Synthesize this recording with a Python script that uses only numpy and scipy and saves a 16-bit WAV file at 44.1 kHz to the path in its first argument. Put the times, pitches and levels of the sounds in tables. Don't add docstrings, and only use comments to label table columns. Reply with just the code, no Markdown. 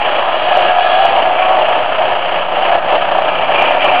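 import sys
import numpy as np
from scipy import signal
from scipy.fft import rfft, irfft
from scipy.io import wavfile
from scipy.ndimage import uniform_filter1d, minimum_filter1d

SR = 44100
rng = np.random.default_rng(int(sys.argv[2]) if len(sys.argv) > 2 else 0)


def dump(signal):
    limited = np.clip(np.atleast_2d(signal).T, -1, 1)
    pcm = np.round(limited * 32767).astype(np.int16)
    wavfile.write(sys.argv[1], SR, pcm)


N = 176400

# pitch_hz, width_hz, gain_db
SHELL_MODES = [(379.5, 10, -11.5), (559, 12.8, -1.5), (625.8, 8, -1), (750.3, 51.6, 5.5), (806.7, 45, -2.5),
               (945, 47.6, -3), (1120, 40, -2.5), (1306, 84, -12), (1743, 70, -10)]
# frequency_hz, gain_db
CLACK_SPECTRUM = [(30, -43), (100, -26.5), (220, -24), (330, -15), (460, -10.5), (600, 1.5), (760, -5),
                  (1000, -3), (1400, -19), (2000, -26), (3100, -19), (3700, -38), (5000, -48.5)]
# frequency_hz, gain_db
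TICK_SPECTRUM = [(100, -35.5), (600, -17.5), (1100, -11), (1500, -6), (2050, -6), (2600, -4), (3150, -4.5),
                 (3400, -18), (3700, -27.5), (4200, -34.5), (4700, -29), (6000, -17)]


def undb(db):
    return 10 ** (np.asarray(db) / 20)


def unit(x):
    return x / np.sqrt(np.mean(x ** 2))


def curve(table, column=1):
    rows = np.array(table)
    return np.interp(np.arange(N) / SR, rows[:, 0], rows[:, column])


def drift(rate_hz):
    step = max(int(SR / rate_hz), 1)
    held = rng.standard_normal(2048)[np.arange(N) // step % 2048]
    return unit(uniform_filter1d(uniform_filter1d(held, step), step))


def ring(x, modes):
    return sum((-1) ** k * undb(db) * signal.lfilter(*signal.iirpeak(hz, hz / width, SR), x)
               for k, (hz, width, db) in enumerate(modes))


def colour(x, spectrum, size=4096):
    hz, db = np.array(spectrum).T
    bins_hz = np.fft.rfftfreq(size, 1 / SR)
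    gain = undb(np.interp(np.log(bins_hz + 1), np.log(hz), db))
    cepstrum = irfft(np.log(gain))
    cepstrum[1:size // 2] *= 2
    cepstrum[size // 2 + 1:] = 0
    return signal.fftconvolve(x, irfft(np.exp(rfft(cepstrum))))[:N]


def contacts(per_s, scatter_db):
    chance, size, side = rng.random(N), rng.standard_normal(N), rng.random(N)
    return (chance < per_s / SR) * undb(scatter_db * np.clip(size, -2, 2)) * np.sign(side - .5)


def gear_throb(depth_db, gear_hz=30):
    turns = np.cumsum(gear_hz * (1 + .004 * drift(4))) / SR
    return undb(depth_db * np.cos(2 * np.pi * turns + 2))


def outdoors():
    # frequency_hz, gain_db
    air_spectrum = [(20, -35.5), (45, -11), (65, 3.5), (90, -3), (130, -5.5), (250, 4.5), (600, -15.5),
                    (4000, -31.5)]
    # pitch_hz, full_level_db, full_at_s
    hum_lines = [(64, -55, .5), (112.5, -48, 0.45), (168.3, -39.5, 2.7), (272.8, -34.5, 3.8),
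                 (379.5, -39, 3.7)]
    t = np.arange(N) / SR
    rise_db_per_s = 15
    hum = sum(undb(db + rise_db_per_s * np.minimum(t - full_s, 0) + drift(5)) * np.sin(2 * np.pi * hz * t)
              for hz, db, full_s in hum_lines)
    return undb(-44) * unit(colour(rng.standard_normal(N), air_spectrum)) + hum


def axle_squeaks():
    # centre_s, length_s, pitch_hz, level_db
    squeaks = [(1.49, 0.29, 1122, -16.5), (3.139, .18, 940, -27.5)]
    t = np.arange(N) / SR
    waver, roughness = .005 * drift(40), undb(2.5 * drift(90))
    sound = np.zeros(N)
    for centre_s, length_s, hz, db in squeaks:
        swell = np.cos(np.pi * np.clip((t - centre_s) / length_s, -.5, .5)) ** 2
        cycles = np.cumsum(hz * (1 + waver)) / SR
        sound += undb(db) * roughness * swell * np.sin(2 * np.pi * cycles)
    return sound


def drive_grating():
    # pitch_hz, width_hz, gain_db
    drive_modes = [(2384, 45, 7.5), (2566, 37, -2), (2644, 79, 1.5), (2750, 40, -7.5), (2830, 60, -4),
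                   (2930, 150, -8)]
    # time_s, level_db
    grate_levels = [(0, -25), (.2, -33.5), (.3, -42.5), (1.3, -42), (1.42, -21), (1.55, -40.5),
                    (3.15, -47.5), (3.3, -27.5), (3.5, -28.5), (3.56, -19.5), (3.65, -18), (3.78, -27),
                    (3.85, -17.5), (4, -24.5)]
    slips = contacts(per_s=1100, scatter_db=4) * gear_throb(depth_db=3)
    return unit(colour(ring(slips, drive_modes), TICK_SPECTRUM)) * undb(curve(grate_levels))


def wheel_scrub():
    # pitch_hz, width_hz, gain_db
    chassis_modes = [(1196, 21, -4), (1318, 28, -4), (1644, 23, -3), (1697, 28, -2.5), (2456, 30, -11),
                     (2866, 33, -9), (2935, 16, -8.5), (3325, 18, -6.5), (4485, 18, -19)]
    # frequency_hz, gain_db
    grit_spectrum = [(300, -28.5), (1500, -5), (3000, 0), (3450, -3), (3800, -7.5), (4400, -17),
                     (5000, -19.5)]
    # time_s, level_db
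    scrub_levels = [(0, -28.5), (.3, -26.5), (.48, -24), (.68, -22.5), (.75, -29), (.82, -20.5),
                    (1.05, -20), (1.25, -38.5), (1.4, -39), (4, -40.5)]
    sing_spectrum = [(400, -19.5), (1100, 3.5), (3400, 8.5), (3900, -5), (4500, -2)]
    slips = contacts(per_s=2500, scatter_db=1.5)
    sing = unit(colour(ring(slips, chassis_modes), sing_spectrum))
    hiss = undb(-6.5) * unit(colour(slips, grit_spectrum))
    return (sing + hiss) * undb(curve(scrub_levels))


def wheel_knocks():
    # start_s, strength_db
    knocks = [(0.51, 6.5), (0.569, 12), (0.582, -9), (0.787, 3.5), (0.843, 4), (0.906, 4), (1.05, 9.5),
              (1.174, 6), (1.505, 3.5), (1.569, 5.5), (1.682, 3), (1.75, 3.5), (2.011, 1.5), (2.081, 2),
              (2.113, -6.5), (2.586, -1.5), (2.75, 6), (2.926, 7), (3.116, 3.5), (3.149, 2), (3.182, 9),
              (3.491, 4), (3.595, 2), (3.619, 7), (3.704, 4), (3.766, 3), (3.842, 3.5), (3.879, -11.5),
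              (3.921, -1)]
    # frequency_hz, gain_db
    thud_spectrum = [(200, -10.5), (450, 1), (850, -1), (1300, -9), (2500, 0), (4000, -12.5)]
    bounces_s, bounce_db = .0042 * rng.uniform(.6, 1.2, len(knocks)), -8
    blows = np.zeros(N)
    for (start_s, db), bounce_s in zip(knocks, bounces_s):
        blows[int(start_s * SR)] += undb(db)
        blows[int((start_s + bounce_s) * SR)] += undb(db + bounce_db)
    shell = undb(31.5) * ring(blows, SHELL_MODES)
    clack = undb(27) * colour(blows, CLACK_SPECTRUM)
    return colour(shell + clack, thud_spectrum)


def tin_rattle():
    # time_s, shell_db, parts_db
    rattle_levels = [(0.0, -19, -19.5), (0.19, -16.5, -21.5), (0.28, -20, -24.5), (0.7, -15.5, -18),
                     (0.73, -26, -24), (0.8, -23.5, -23.5), (1.19, -14.5, -20.5), (1.36, -20.5, -24.5),
                     (1.39, -21.5, -18.5), (1.61, -14.5, -22.5), (1.71, -19.5, -20), (1.76, -16, -22),
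                     (1.86, -20.5, -22), (2.12, -15, -21.5), (2.21, -22.5, -23), (2.39, -16.5, -19.5),
                     (2.45, -22, -26), (2.67, -15.5, -18), (2.7, -19.5, -21), (2.75, -12, -21),
                     (2.81, -22.5, -33), (2.91, -15.5, -18), (2.93, -11, -21.5), (3.02, -18.5, -22.5),
                     (3.11, -16.5, -22.5), (3.48, -19.5, -22), (3.51, -14.5, -20.5), (3.55, -15.5, -18),
                     (3.62, -15.5, -17.5), (3.75, -16, -19), (3.79, -16.5, -25.5), (3.81, -32.5, -13.5),
                     (3.84, -11.5, -18.5), (4.0, -18, -19.5)]
    # time_s, level_db
    panel_levels = [(0.0, -27), (0.08, -20), (1.31, -26), (1.39, -20), (2.44, -24.5), (3.27, -20),
                    (3.45, -23), (3.59, -20), (4.0, -20.5)]
    # frequency_hz, gain_db
    panel_spectrum = [(300, -30.5), (700, -10), (950, 0.5), (1150, -2.5), (1330, 1.5), (1520, -3.5),
                      (1770, -4.5), (1950, -8.5), (2600, -19.5), (4500, -43.5)]
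    # pitch_hz, width_hz, gain_db
    part_modes = [(1790, 100, -4), (2356, 62, 8.5), (2700, 43, -12.5), (2963, 155, 17), (3340, 150, -5.5),
                  (4630, 150, -25)]
    throb = gear_throb(depth_db=2.4)
    heavy_taps = unit(contacts(per_s=1300 * throb, scatter_db=1.84)) * undb(.96 * drift(60))
    light_taps = unit(contacts(per_s=1900, scatter_db=2)) * throb
    shake = light_taps + .35 * heavy_taps
    shell = undb(-3) * unit(ring(heavy_taps, SHELL_MODES))
    clack = undb(2.5) * unit(colour(heavy_taps, CLACK_SPECTRUM))
    panels = undb(-1) * unit(colour(shake, panel_spectrum))
    parts = undb(-2.5) * unit(colour(ring(shake, part_modes), TICK_SPECTRUM))
    ticks = undb(1) * unit(colour(shake, TICK_SPECTRUM))
    return ((shell + clack) * undb(curve(rattle_levels))
            + panels * undb(curve(panel_levels))
            + (parts + ticks) * undb(curve(rattle_levels, column=2)))


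def motor():
    # time_s, turns_per_s
    shaft_speed = [(0, 105), (.52, 88.6), (.7, 90.5), (.92, 89), (1.04, 98.4), (1.2, 96), (1.35, 88),
                   (1.52, 95), (1.65, 90), (2.3, 88), (2.76, 99), (3.3, 78.7), (3.7, 90.6), (4, 91)]
    # pitch_hz, width_hz, gain_db
    frame_modes = [(633.5, 19, -2), (749.6, 81, 5), (799, 45, -3.5), (1228, 43, -9.5), (1685, 29, -5.5),
                   (2270, 69, -15.5), (2797, 230, -20.5), (3307, 20, -20), (4370, 31, -37)]
    # time_s, level_db
    buzz_levels = [(0, -25), (.35, -25.5), (.52, -14.5), (.75, -13.5), (1.1, -20), (1.3, -15.5),
                   (1.5, -18.5), (1.7, -18.5), (2.5, -22.5), (2.74, -13), (2.82, -19), (3.6, -20.5),
                   (4, -18.5)]
    # shaft_multiple, gain_db
    mesh_partials = [(7, -10), (8, 0), (9, -16)]
    # time_s, level_db
    whine_levels = [(0, -18.5), (.42, -23), (.505, -24), (.515, -12), (.62, -21), (.75, -26), (.9, -14.5),
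                    (1.06, -10.5), (1.2, -15.5), (1.3, -28), (1.42, -15), (1.53, -10), (1.68, -32.5),
                    (2.55, -36), (2.75, -16), (2.82, -28), (3.75, -33.5), (3.92, -15), (4, -14)]
    buzz_spectrum = [(250, -6), (550, 3), (3350, 2.5), (3800, -16), (4500, -5.5)]
    turns = np.cumsum(curve(shaft_speed) * (1 + .0087 * drift(35))) / SR
    kicks = np.diff(np.floor(turns), prepend=0) * undb(2.9 * rng.standard_normal(N))
    scrape = np.exp(-(turns % 1) / .33) * rng.standard_normal(N)
    frame = ring(unit(kicks) + .72 * unit(scrape), frame_modes)
    buzz = unit(colour(frame, buzz_spectrum))
    backlash = .08 * drift(90)
    whine = unit(sum(undb(db + 2.5 * drift(45)) * np.sin(2 * np.pi * (multiple * turns + backlash))
                     for multiple, db in mesh_partials))
    return buzz * undb(curve(buzz_levels)) + whine * undb(curve(whine_levels))


def scene():
    car = motor() + tin_rattle() + wheel_knocks() + axle_squeaks() + wheel_scrub() + drive_grating()
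    return (car + outdoors())[None]


def record(dry):
    band_hz, top_hz = 4720, 15800
    threshold, slope, hold = .8, .6, int(.002 * SR)
    offset, full_scale = -.0765, .98
    dull = signal.sosfilt(signal.cheby1(14, .3, band_hz, fs=SR, output="sos"), dry)
    needed_gain = threshold / np.maximum(np.abs(dull), threshold)
    gain = uniform_filter1d(minimum_filter1d(needed_gain, hold), hold) ** slope
    clipped = np.clip(dull * gain + offset, -full_scale, full_scale)
    hiss = undb(-84) * rng.standard_normal(N)
    return signal.sosfilt(signal.ellip(8, .2, 70, top_hz, fs=SR, output="sos"), clipped + hiss)


dry = scene()
out = record(dry)
dump(out)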